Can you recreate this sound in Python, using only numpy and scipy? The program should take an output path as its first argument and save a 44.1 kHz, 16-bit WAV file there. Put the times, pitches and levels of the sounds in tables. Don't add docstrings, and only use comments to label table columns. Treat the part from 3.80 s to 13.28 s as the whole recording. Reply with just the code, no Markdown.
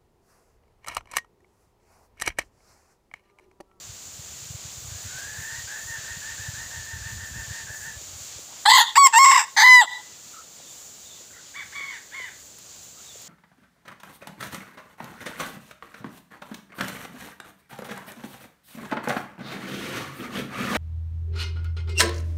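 import sys
import numpy as np
from scipy import signal
from scipy.fft import rfft, irfft
from scipy.io import wavfile
from scipy.ndimage import uniform_filter1d

SR = 44100
rng = np.random.default_rng(int(sys.argv[2]) if len(sys.argv) > 2 else 0)


def inscribe(sig):
    pcm = np.round(np.clip(np.atleast_2d(sig).T, -1, 1) * 32767)
    wavfile.write(sys.argv[1], SR, pcm.astype(np.int16))


def volts(x):
    e = np.asarray(x, float) / 20
    return 10 ** e


N = 418068
TOP_HZ = 15450


def colour(x, shape):
    hz, db = np.transpose(shape)
    grid = np.maximum(np.arange(1025) * SR / 2048, 1)
    log_gain = np.interp(np.log(grid), np.log(hz), db) * np.log(10) / 20
    cepstrum = irfft(log_gain)
    cepstrum[1:1024] *= 2
    cepstrum[1025:] = 0
    response = irfft(np.exp(rfft(cepstrum)))
    return signal.fftconvolve(x, response)[:len(x)]


def unit(x):
    return x / np.sqrt(np.mean(x ** 2))


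def walk(rate, size):
    hold = max(int(SR / rate), 1)
    levels = np.repeat(rng.standard_normal(size // hold + 1), hold)
    return unit(uniform_filter1d(uniform_filter1d(levels, hold), hold)[:size])


def follow(curve):
    return np.interp(np.arange(N) / SR, *np.transpose(curve))


def columns(note):
    times, *cols = np.transpose(note)
    at = np.arange(int(times[0] * SR), min(int(times[-1] * SR), N))
    return at, [np.interp(at / SR, times, col) for col in cols]


def band(x, lo_hz, hi_hz):
    return signal.sosfiltfilt(signal.butter(3, [lo_hz, hi_hz], "band", fs=SR, output="sos"), x)


def tail(x, t60, wet_db, echo_s, echo_db):
    t = np.arange(SR) / SR
    scattered = np.exp(-np.log(1000) * t / t60) * np.minimum(t / 0.028, 1)
    slap = volts(echo_db) * np.exp(-((t - echo_s) / 0.0061) ** 2)
    echoes = rng.standard_normal(SR) * (scattered + slap)
    return volts(wet_db) * signal.fftconvolve(x, echoes / np.sqrt(np.sum(echoes ** 2)))[:N]


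def voice(hz, db, rasp, half, neck, throats, jitter, scatter, shimmer, breath):
    n = len(hz)
    rasp = rasp * volts(1.7 * walk(70, n))
    wobble = walk(700, n) + .7 * np.minimum(rasp, .6) * walk(160, n)
    phase = 2 * np.pi * np.cumsum(hz * (1 + jitter * rasp * wobble)) / SR
    phase = phase + scatter * rasp * walk(1300, n)
    phase = phase + .6 * half * np.sin(phase / 2)
    pulses = sum(np.cos(k * phase) * (k * hz < TOP_HZ) for k in range(1, 22)) / 3
    pulses = pulses * (1 + half * np.cos(phase / 2))
    pulses = pulses * (1 + shimmer * np.minimum(rasp, .5) * walk(450, n))
    source = pulses + breath * rasp * rng.standard_normal(n)
    sound = 0
    for k, shape in enumerate(throats):
        sound = sound + np.maximum(1 - abs(neck - k), 0) * unit(colour(source, shape))
    loudness = np.sqrt(uniform_filter1d(uniform_filter1d(sound ** 2, size=500), size=500))
    edge = np.minimum(np.minimum(np.arange(n), n - np.arange(n)) / (0.0009 * SR), 1)
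    return sound / loudness * volts(db) * edge


def bursts(events, cycles, fall, lag):
    out = np.zeros(N)
    for s, db, hz in events:
        u = np.arange(int(cycles / hz * SR)) * hz / SR / cycles
        wave = np.sin(2 * np.pi * cycles * u * (1 + fall * (1 - u)))
        at = int((s + lag) * SR)
        out[at:at + len(u)] += volts(db) * np.sin(np.pi * u) ** 2 * wave
    return out


def slow_gain_db():
    return np.interp(np.arange(N) / SR, [2.9, 6.6], [0, -5.5])


def traffic():
    hum = colour(rng.standard_normal(N),
                 [(30, -30.5), (70, -9.0), (130, -6.5), (300, -9.0), (600, -10.0), (1500, -31.0)])
    return volts(-59.5) * unit(hum)


def garden():
    # (frequency [Hz], gain [dB])
    hiss_colour = [(88, -30.5), (150, -16.5), (253, -20.5), (381, -16.5), (632, -11), (1030, -13),
                   (1150, -11), (1990, -13), (4680, -6.5), (5250, -8.5), (7170, 2), (8380, -11.5),
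                   (9980, -18.5), (12100, -21), (15600, -12.5)]
    # (time [s], level [dB])
    breeze = [(0.0, -2), (0.5, -1), (0.8, -0.5), (1.25, 1), (2.0, 1), (2.7, 1), (3.2, -0.5), (3.55, 0),
              (3.82, 2.5), (4.1, 0), (4.45, 1), (6.3, 1), (6.6, -1), (6.951, 1.5), (7.4, -1.7), (9.16, -1),
              (9.45, 0.5)]
    hiss = unit(colour(rng.standard_normal(N), hiss_colour))
    low = signal.sosfilt(signal.butter(2, 1500, fs=SR, output="sos"), hiss)
    rest = hiss - low
    high = signal.sosfilt(signal.butter(2, 5000, "high", fs=SR, output="sos"), rest)
    middle = rest - high
    flicker = low * volts(1.3 * walk(9, N)) + middle * volts(.8 * walk(11, N)) + high * volts(1.1 * walk(14, N))
    level_db = -39.5 + follow(breeze) + slow_gain_db() + 0.42 * walk(5.9, N)
    return flicker * volts(level_db)


def wind():
    # (time [s], level [dB])
    gusts = [(0.0, -52), (0.4, -53), (1.15, -46), (1.6, -50), (1.95, -56), (2.4, -50), (3.25, -44.5),
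             (3.72, -47), (4.25, -52), (4.65, -58.5), (5.25, -72), (6.071, -72), (6.4, -62), (9.48, -57.5)]
    # (time [s], peak level [dB], pitch [Hz])
    thumps = [(0.088, -35, 99), (0.387, -35, 111), (0.619, -39, 114), (0.652, -40, 109), (0.698, -30, 111),
              (0.741, -29, 103), (0.845, -34, 114), (0.87, -43, 100), (0.968, -35, 97), (1.017, -43, 101),
              (1.042, -34, 97), (1.07, -33, 86), (1.11, -31, 95), (1.143, -37, 96), (1.241, -38, 89),
              (1.34, -40, 102), (1.449, -42, 90), (1.506, -40, 88), (1.58, -33, 96), (1.606, -37, 114),
              (1.719, -38, 113), (1.776, -36, 102), (1.797, -43, 91), (1.832, -39, 91), (2.047, -37, 87),
              (2.094, -36, 102), (2.179, -38, 108), (2.301, -36, 79), (2.366, -34, 140), (2.589, -34, 93),
              (2.679, -26, 108), (2.73, -35, 105), (2.773, -38, 110), (2.804, -42, 82), (2.849, -41, 81),
              (2.935, -41, 92), (2.959, -38, 93), (2.992, -36, 88), (3.128, -31, 92), (3.153, -35, 87),
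              (3.204, -32, 80), (3.253, -32, 100), (3.319, -33, 99), (3.356, -36, 97), (3.382, -39, 94),
              (3.424, -35, 92), (3.513, -34, 79), (3.555, -40, 109), (3.582, -31, 79), (3.615, -35, 96),
              (3.673, -35, 107), (3.702, -29, 111), (3.894, -34, 97), (4.068, -42, 120), (4.159, -35, 87),
              (4.218, -42, 100), (4.322, -40, 86), (4.348, -41, 93), (4.402, -42, 97), (4.553, -42, 87)]
    rumble = colour(rng.standard_normal(N),
                    [(15, -49.5), (40, -11.5), (80, 1.5), (130, -6.5), (220, -15.5), (500, -45.5)])
    level_db = follow(gusts) + slow_gain_db() - 3.5
    level_db = level_db + 3.5 * walk(40, N) + 1.2 * walk(9, N)
    return unit(rumble) * volts(level_db) + bursts(thumps, cycles=2.22, fall=0.082, lag=0.0001)


def ticks():
    # (time [s], peak level [dB])
    snaps = [
        (1.387, -22),
        (1.917, -26),
        (3.7307, -37),
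        (6.769, -33),
        (6.9234, -30),
        (7.8629, -34.5),
        (8.786, -23),
        (9.4177, -23),
    ]
    out, t = np.zeros(N), np.arange(800) / SR
    for s, db in snaps:
        crack = rng.standard_normal(len(t)) * np.exp(-t / 0.0044)
        at = int(s * SR)
        out[at:at + len(t)] += volts(db - 17.5) * crack
    return out


def clucks():
    # (time [s], peak level [dB], pitch [Hz])
    mutters = [(1.202, -51, 577), (1.382, -44, 576), (3.898, -44, 510), (4.206, -45, 427),
               (4.584, -43, 450), (6.036, -46.5, 344), (6.798, -46, 684), (7.404, -46.5, 450),
               (8.0, -44, 467), (8.395, -41, 547), (9.352, -42.5, 525)]
    return bursts(mutters, cycles=7.15, fall=0.65, lag=-0.0006)


def birds():
    # (time [s], length [s], first pitch [Hz], last pitch [Hz], peak level [dB])
    glides = [
        (4.674, 0.096, 650, 1095, -61),
        (6.533, 0.08, 1268, 1380, -56),
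        (7.506, 0.1, 1560, 1446, -59),
        (7.533, 0.065, 2060, 1790, -62),
        (9.165, 0.045, 1220, 1397, -64.5),
        (6.79, .14, 3920, 3530, -61),
        (7.254, 0.14, 3730, 3450, -60.5),
        (9.226, 0.11, 3900, 3440, -57),
    ]
    out = np.zeros(N)
    for s, length, first, last, peak in glides:
        share = np.array([0, 0.57, 1])
        level_db = peak - 5.5 * np.array([1, 0, 1])
        at, (hz, db) = columns(np.c_[s + length * share, first + (last - first) * share, level_db])
        flutter = 1 + 95 / hz * walk(400, len(at))
        whistle = np.sin(2 * np.pi * np.cumsum(hz * flutter) / SR)
        out[at] += volts(db + 4.5) * (2.0 + walk(141, len(at))) * whistle
    return out + tail(out, t60=.2, wet_db=-7, echo_s=.05, echo_db=-12)


def far_fowl(notes, throat, rasp, scatter, t60, wet_db, echo_db):
    out = np.zeros(N)
    for note in notes:
        at, (hz, db) = columns(note)
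        out[at] += voice(hz / 2, db, rasp, .05, 0, [throat], jitter=.05, scatter=scatter, shimmer=.8, breath=.55)
    return out + tail(out, t60, wet_db, 0.031, echo_db)


def far_rooster():
    # (time [s], second harmonic [Hz], level [dB])
    answer = [
        [(7.738, 1450, -51), (7.747, 1698, -45), (7.761, 2177, -37), (7.772, 2310, -37), (7.803, 2160, -37.5),
         (7.82, 1745, -41.5), (7.835, 1560, -40)],
        [(7.921, 1530, -52), (7.928, 1597, -41), (7.944, 2152, -45), (7.956, 2246, -34.5), (8.1, 2180, -37.5),
         (8.15, 1880, -39), (8.175, 1593, -44), (8.185, 1500, -50)],
        [(8.313, 1463, -53), (8.33, 1720, -43), (8.348, 2120, -36), (8.376, 2170, -37.5), (8.448, 1920, -37.5),
         (8.475, 1755, -43.5), (8.49, 1537, -42), (8.515, 1470, -64)],
    ]
    # (frequency [Hz], gain [dB])
    far_throat = [(800, -18), (1100, -12.5), (1350, -5), (1650, -1.5), (2200, 0), (2650, -22),
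                  (3000, -11.5), (3250, -20), (3550, -7.5), (4100, -25), (4500, -18), (6000, -47)]
    return far_fowl(answer, far_throat, rasp=.38, scatter=.65, t60=.42, wet_db=-5, echo_db=-3)


def hen():
    # (time [s], second harmonic [Hz], level [dB])
    opener = [
        [(1.09, 1510, -55), (1.2, 1730, -57), (1.23, 1740, -57)],
        [(1.235, 1357, -53), (1.3, 1447, -47.5), (1.39, 1584, -42.5), (1.47, 1682, -42.5), (1.75, 1839, -38.5),
         (1.82, 1846, -44.5), (1.845, 1780, -66)],
    ]
    # (frequency [Hz], gain [dB])
    hen_throat = [(500, -37), (900, -12.5), (1200, -15), (1500, 5.5), (1850, 5), (2300, -12.5),
                  (3600, -16.5), (5000, -48)]
    # (time [s], top of second harmonic [Hz], climb [share of pitch], level [dB], depth of the arch [0-1])
    cackle = [(1.871, 1730, 0.0865, 0.5, 0.28), (2.07, 1808, -0.039, 2, 0.03), (2.243, 1850, 0.067, 0, 0.7),
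              (2.414, 1810, 0.054, 0.5, 0.54), (2.578, 1793, -0.0019, -1, 0.99),
              (2.739, 1842, 0.075, -1, .9), (2.903, 1830, -0.067, -1, 1), (3.062, 1810, -0.041, -0.5, 0.65),
              (3.223, 1820, 0.0048, 0, 0.88), (3.372, 1860, -0.094, -1.5, 1.1),
              (3.533, 1820, 0.01, -0.5, 0.94), (3.698, 1845, -.08, -0.5, 1.08),
              (3.866, 1757, 0.032, -0.5, 0.56), (4.005, 1798, -0.016, -0.5, 0.98), (4.166, 1760, 0, 0, 1)]
    # (share of its length [0-1], pitch [ratio], level [dB])
    arch_shape = [
        (0, .85, 0),
        (0.09, 0.95, 1.5),
        (.45, 1, 6),
        (.8, .98, 2),
        (1, 0.97, -4),
    ]
    syllables = []
    for (s, hz, climb, db, arch), (next_s, *_) in zip(cackle, cackle[1:]):
        length = 0.855 * (next_s - s)
        level_db = -44 + db - 0.04 * (s - cackle[0][0])
        syllables.append([(s + u * length, hz * ratio ** arch * (1 + climb * (u - .5)), level_db + shape_db)
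                          for u, ratio, shape_db in arch_shape])
    return far_fowl(opener + syllables, hen_throat, rasp=.5, scatter=.4, t60=.17, wet_db=-6, echo_db=-20)


def rooster():
    # (time [s], upper-register pitch [Hz], level [dB])
    crow = [
        [(4.853, 900, -29), (4.859, 882, -12), (4.872, 944, -16), (4.89, 1028, -9.5), (4.925, 1077, -10),
         (5.015, 1061, -12), (5.03, 953, -20.5), (5.045, 940, -29.5), (5.075, 940, -45)],
        [(5.153, 940, -40), (5.157, 967, -16), (5.17, 1087, -11.5), (5.178, 1105, -7), (5.195, 1132, -12),
         (5.255, 1087, -9), (5.268, 1035, -7), (5.28, 953, -23.5), (5.31, 940, -42.5)],
        [(5.325, 1023, -33.5), (5.339, 1000, -16), (5.378, 1082, -9), (5.39, 1075, -12.5), (5.445, 1099, -10.5),
         (5.568, 1055, -12.5), (5.58, 934, -14), (5.6, 878, -19.5), (5.65, 906, -36.5)],
        [(5.764, 989, -29), (5.774, 981, -16), (5.85, 1015, -11), (5.95, 1002, -8), (5.998, 974, -11.5),
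         (6.007, 945, -14), (6.022, 855, -17), (6.045, 593, -29.5), (6.06, 307, -39)],
    ]
    # (time [s], glide back [s], pitch at the restart [ratio], depth of the break [dB])
    slips = [(4.897, .006, .82, -10), (4.907, .012, .8, -5), (4.934, .005, .9, -12), (4.952, .006, .9, -6),
             (4.977, .008, .76, -8), (4.999, .014, .78, -13), (5.009, .003, .95, -4),
             (5.021, .006, .88, -10), (5.455, .008, .9, -2), (5.513, .009, .82, -8),
             (5.527, .003, 1.04, -4), (5.541, .006, .92, -8), (5.548, .004, .92, -10),
             (5.571, .004, .95, -12), (5.597, .005, .9, -12), (5.781, .005, .9, -6),
             (5.801, .004, 1.08, -8), (5.818, .004, .95, -5)]
    # (frequency [Hz], gain [dB])
    throat_1 = [
        [(180, -72), (300, -30.5), (652, -47.5), (835, 0), (1030, -1.5), (1620, -11.5), (2000, -3.5), (2500, -37), (3230, -11.5), (4140, -7.5), (5950, -38), (8140, -12.5), (9000, -38), (9900, -31), (15500, -41.5)],
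        [(290, -80), (500, -55), (901, -3), (1100, -1.5), (1240, -24), (1740, -19), (1990, 1), (2150, -13), (2330, -35.5), (3150, -10.5), (4130, -9.5), (4750, -9), (5450, -37), (7780, -11.5), (9240, -41), (15500, -30)],
        [(290, -88.5), (500, -45), (863, -5.5), (1040, -9), (1370, -7.5), (1700, -14.5), (1980, -4.5), (2290, -37), (3240, -8.5), (4700, -16), (5280, -38.5), (6930, -10.5), (7890, -32), (15500, -33)],
    ]
    throat_2 = [
        [(350, -72.5), (600, -49.5), (902, -6), (1410, -13), (1780, -17.5), (2790, -19), (3330, -36), (3570, -27), (6760, -34), (7540, -6.5), (9760, -69), (15500, -43.5)],
        [(470, -36.5), (800, -8), (1160, 2), (1510, -41), (2300, -12.5), (2540, -46.5), (3460, -23), (4010, -50), (4540, -11), (6110, -36.5), (7930, -8), (8650, -37), (15500, -33.5)],
        [(470, -56.5), (800, -14), (1120, -8), (1300, -33), (2160, -15), (2410, -24), (3330, -25.5), (4010, -37.5), (5470, -18.5), (5970, -38.5), (7740, -10), (8550, -42), (15500, -41)],
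    ]
    throat_3 = [
        [(350, -95), (600, -54.5), (902, -9.5), (1120, -15.5), (1810, -15), (2340, -34.5), (2680, -16), (2990, -31.5), (6760, -31), (7640, -11), (9240, -54.5), (15500, -38)],
        [(350, -90.5), (600, -36), (1080, -6.5), (1320, -22.5), (2130, -14.5), (2600, -26), (3250, -32), (3800, -40.5), (4400, -29.5), (5400, -20.5), (6000, -41), (7640, -20.5), (8990, -47.5), (15500, -42)],
        [(350, -88.5), (600, -36.5), (1080, -6.5), (1320, -22.5), (2130, -15), (2400, -25.5), (2750, -18.5), (3200, -37), (3710, -23.5), (4140, -47.5), (5150, -21), (6670, -37), (7640, -14), (8990, -53.5), (15500, -42)],
    ]
    throat_4 = [
        [(240, -75), (400, -51), (663, -35), (900, 3.5), (1130, -23.5), (2030, 10), (2880, -39.5), (3360, -20), (4770, -7), (5480, -31), (6280, -2), (6890, -28), (15500, -51)],
        [(470, -60.5), (800, -16), (1030, -17), (1450, -23), (2030, -7.5), (2350, -59.5), (2660, -88), (2940, -32), (3960, -23), (5080, -28.5), (5470, -63.5), (6110, -28), (7000, -32), (8000, -42), (11000, -45.5), (15500, -48.5)],
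        [(120, -94), (200, -80), (842, -0.5), (1680, -18), (2020, -13), (2380, -45), (2700, -19), (3550, -9.5), (5490, -38.5), (6300, -43), (7760, -2), (8600, -51.5), (10500, -32), (15500, -46)],
    ]
    # (frequency [Hz], gain [dB])
    beaks = [
        [(8000, 0.5), (9000, -3), (9350, -17.5), (9800, 5), (11200, -3.5), (12800, -0.5), (13600, 8.5),
         (14300, 2.5), (15500, -0.5)],
        [(8000, 0.5), (8700, 1.5), (9400, 3), (10700, -10.5), (11900, -2), (13400, -7.5), (14800, 7),
         (15500, -4)],
        [(8000, 1), (8600, 7), (9300, -4.5), (10300, -2), (11300, -1), (12500, 7), (14000, -2.5), (15500, -4)],
        [(8000, 1.5), (9300, 0), (10500, -3), (11300, -4), (12400, -3.5), (14200, 8), (15500, -3.5)],
    ]
    # (leap up [s], neck position before it [0-1], starts sinking [s], sunk [s],
    # half-pitch share when clear [0-1])
    necks = [
        (4.894, 0, 4.92, 5.015, .08),
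        (5.176, .45, 5.225, 5.255, .003),
        (5.385, 0, 5.436, 5.45, .05),
        (5.833, .45, 6.003, 6.024, .13),
    ]
    # (from time [s], rasp [0-1])
    rasp_steps = [(4.85, .85), (4.865, .12), (4.894, .55), (5.022, 1), (5.16, .45), (5.172, .15),
                  (5.18, .4), (5.188, .012), (5.255, .08), (5.268, .8), (5.3, .9), (5.347, .28),
                  (5.364, .05), (5.383, .4), (5.392, .26), (5.412, .16), (5.443, .5), (5.466, .38),
                  (5.503, .58), (5.588, .9), (5.76, .8), (5.835, .55), (5.845, .34), (5.875, .25),
                  (5.889, .012), (5.91, .005), (6.004, .25), (6.018, .8)]
    # (from [Hz], to [Hz])
    top_ranges = [
        (5600, 8800),
        (8800, 11700),
        (11700, 16000),
    ]
    low_register, leap_s, break_s = .87, .006, .0035

    since, held = np.transpose(rasp_steps)
    row = np.maximum(np.searchsorted(since, np.arange(N) / SR) - 1, 0)
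    rough = uniform_filter1d(held[row], size=int(.008 * SR))
    out = np.zeros(N)
    all_throats = [throat_1, throat_2, throat_3, throat_4]
    for note, throats, beak, (leap, drawn, sinks, sunk, half) in zip(crow, all_throats, beaks, necks):
        at, (hz, db) = columns(note)
        t = at / SR
        leap_ends = [leap - leap_s / 2, leap + leap_s / 2]
        hz = hz * np.interp(t, leap_ends, [low_register, 1])
        break_db = np.zeros(len(at))
        for s, climb, ratio, depth_db in slips:
            distance = np.where(t > s, (t - s) / climb, (s - t) / break_s)
            hz = hz * ratio ** np.exp(-distance ** 2)
            break_db += depth_db * np.exp(-((t - s) / break_s) ** 2)
        neck = np.interp(t, leap_ends + [sinks, sunk], [drawn, 1, 1, 2])
        half = half + .4 * rough[at] ** 3
        sung = voice(hz, db, rough[at], half, neck, throats, jitter=.05, scatter=.45, shimmer=.6, breath=.25)
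        sung = colour(np.tanh(1.2 * sung) * .92, beak)
        chest = band(sung, 300, 1400)
        patches = sum(band(sung, *top) * (volts(2.5 * walk(40, len(at))) - 1) for top in top_ranges)
        out[at] += chest * volts(break_db) + (sung - chest + patches) * volts(.08 * break_db)
    return signal.sosfilt(signal.butter(4, 340, "high", fs=SR, output="sos"), out)


def pen_echoes(crow):
    # (frequency [Hz], gain [dB])
    pen_colour = [(500, -7), (1000, -4), (2100, -4), (2700, -4), (3600, 5), (4300, -3.5), (6000, -3.5),
                  (15000, -12.5)]
    echoes = tail(colour(crow, pen_colour), t60=0.49, wet_db=-14, echo_s=0.175, echo_db=-20)
    return echoes * volts(3 * walk(30, N))


def quick_gain_db(crow):
    lead_s, release_s = .003, .1
    loud = np.roll(uniform_filter1d(np.abs(crow), size=400) > .03, -int(lead_s * SR))
    keep = np.exp(-1 / (release_s * SR))
    release = signal.lfilter([1 - keep], [1, -keep], loud)
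    return -9 * np.maximum(uniform_filter1d(1. * loud, size=200), release)


def scene():
    crow = rooster()
    behind = garden() + traffic() + pen_echoes(crow)
    small = birds() + clucks() + ticks()
    mix = crow + hen() + far_rooster() + small + wind() + behind * volts(quick_gain_db(crow))
    return mix[None]


def top_cut(x):
    return signal.sosfilt(signal.butter(12, 16510, fs=SR, output="sos"), x)


def record(dry):
    no_bass = signal.sosfilt(signal.butter(2, 45, "high", fs=SR, output="sos"), dry)
    finished = signal.sosfilt(signal.ellip(10, .2, 70, TOP_HZ, fs=SR, output="sos"), no_bass)
    return top_cut(finished)


dry = scene()
out = record(dry)
inscribe(out)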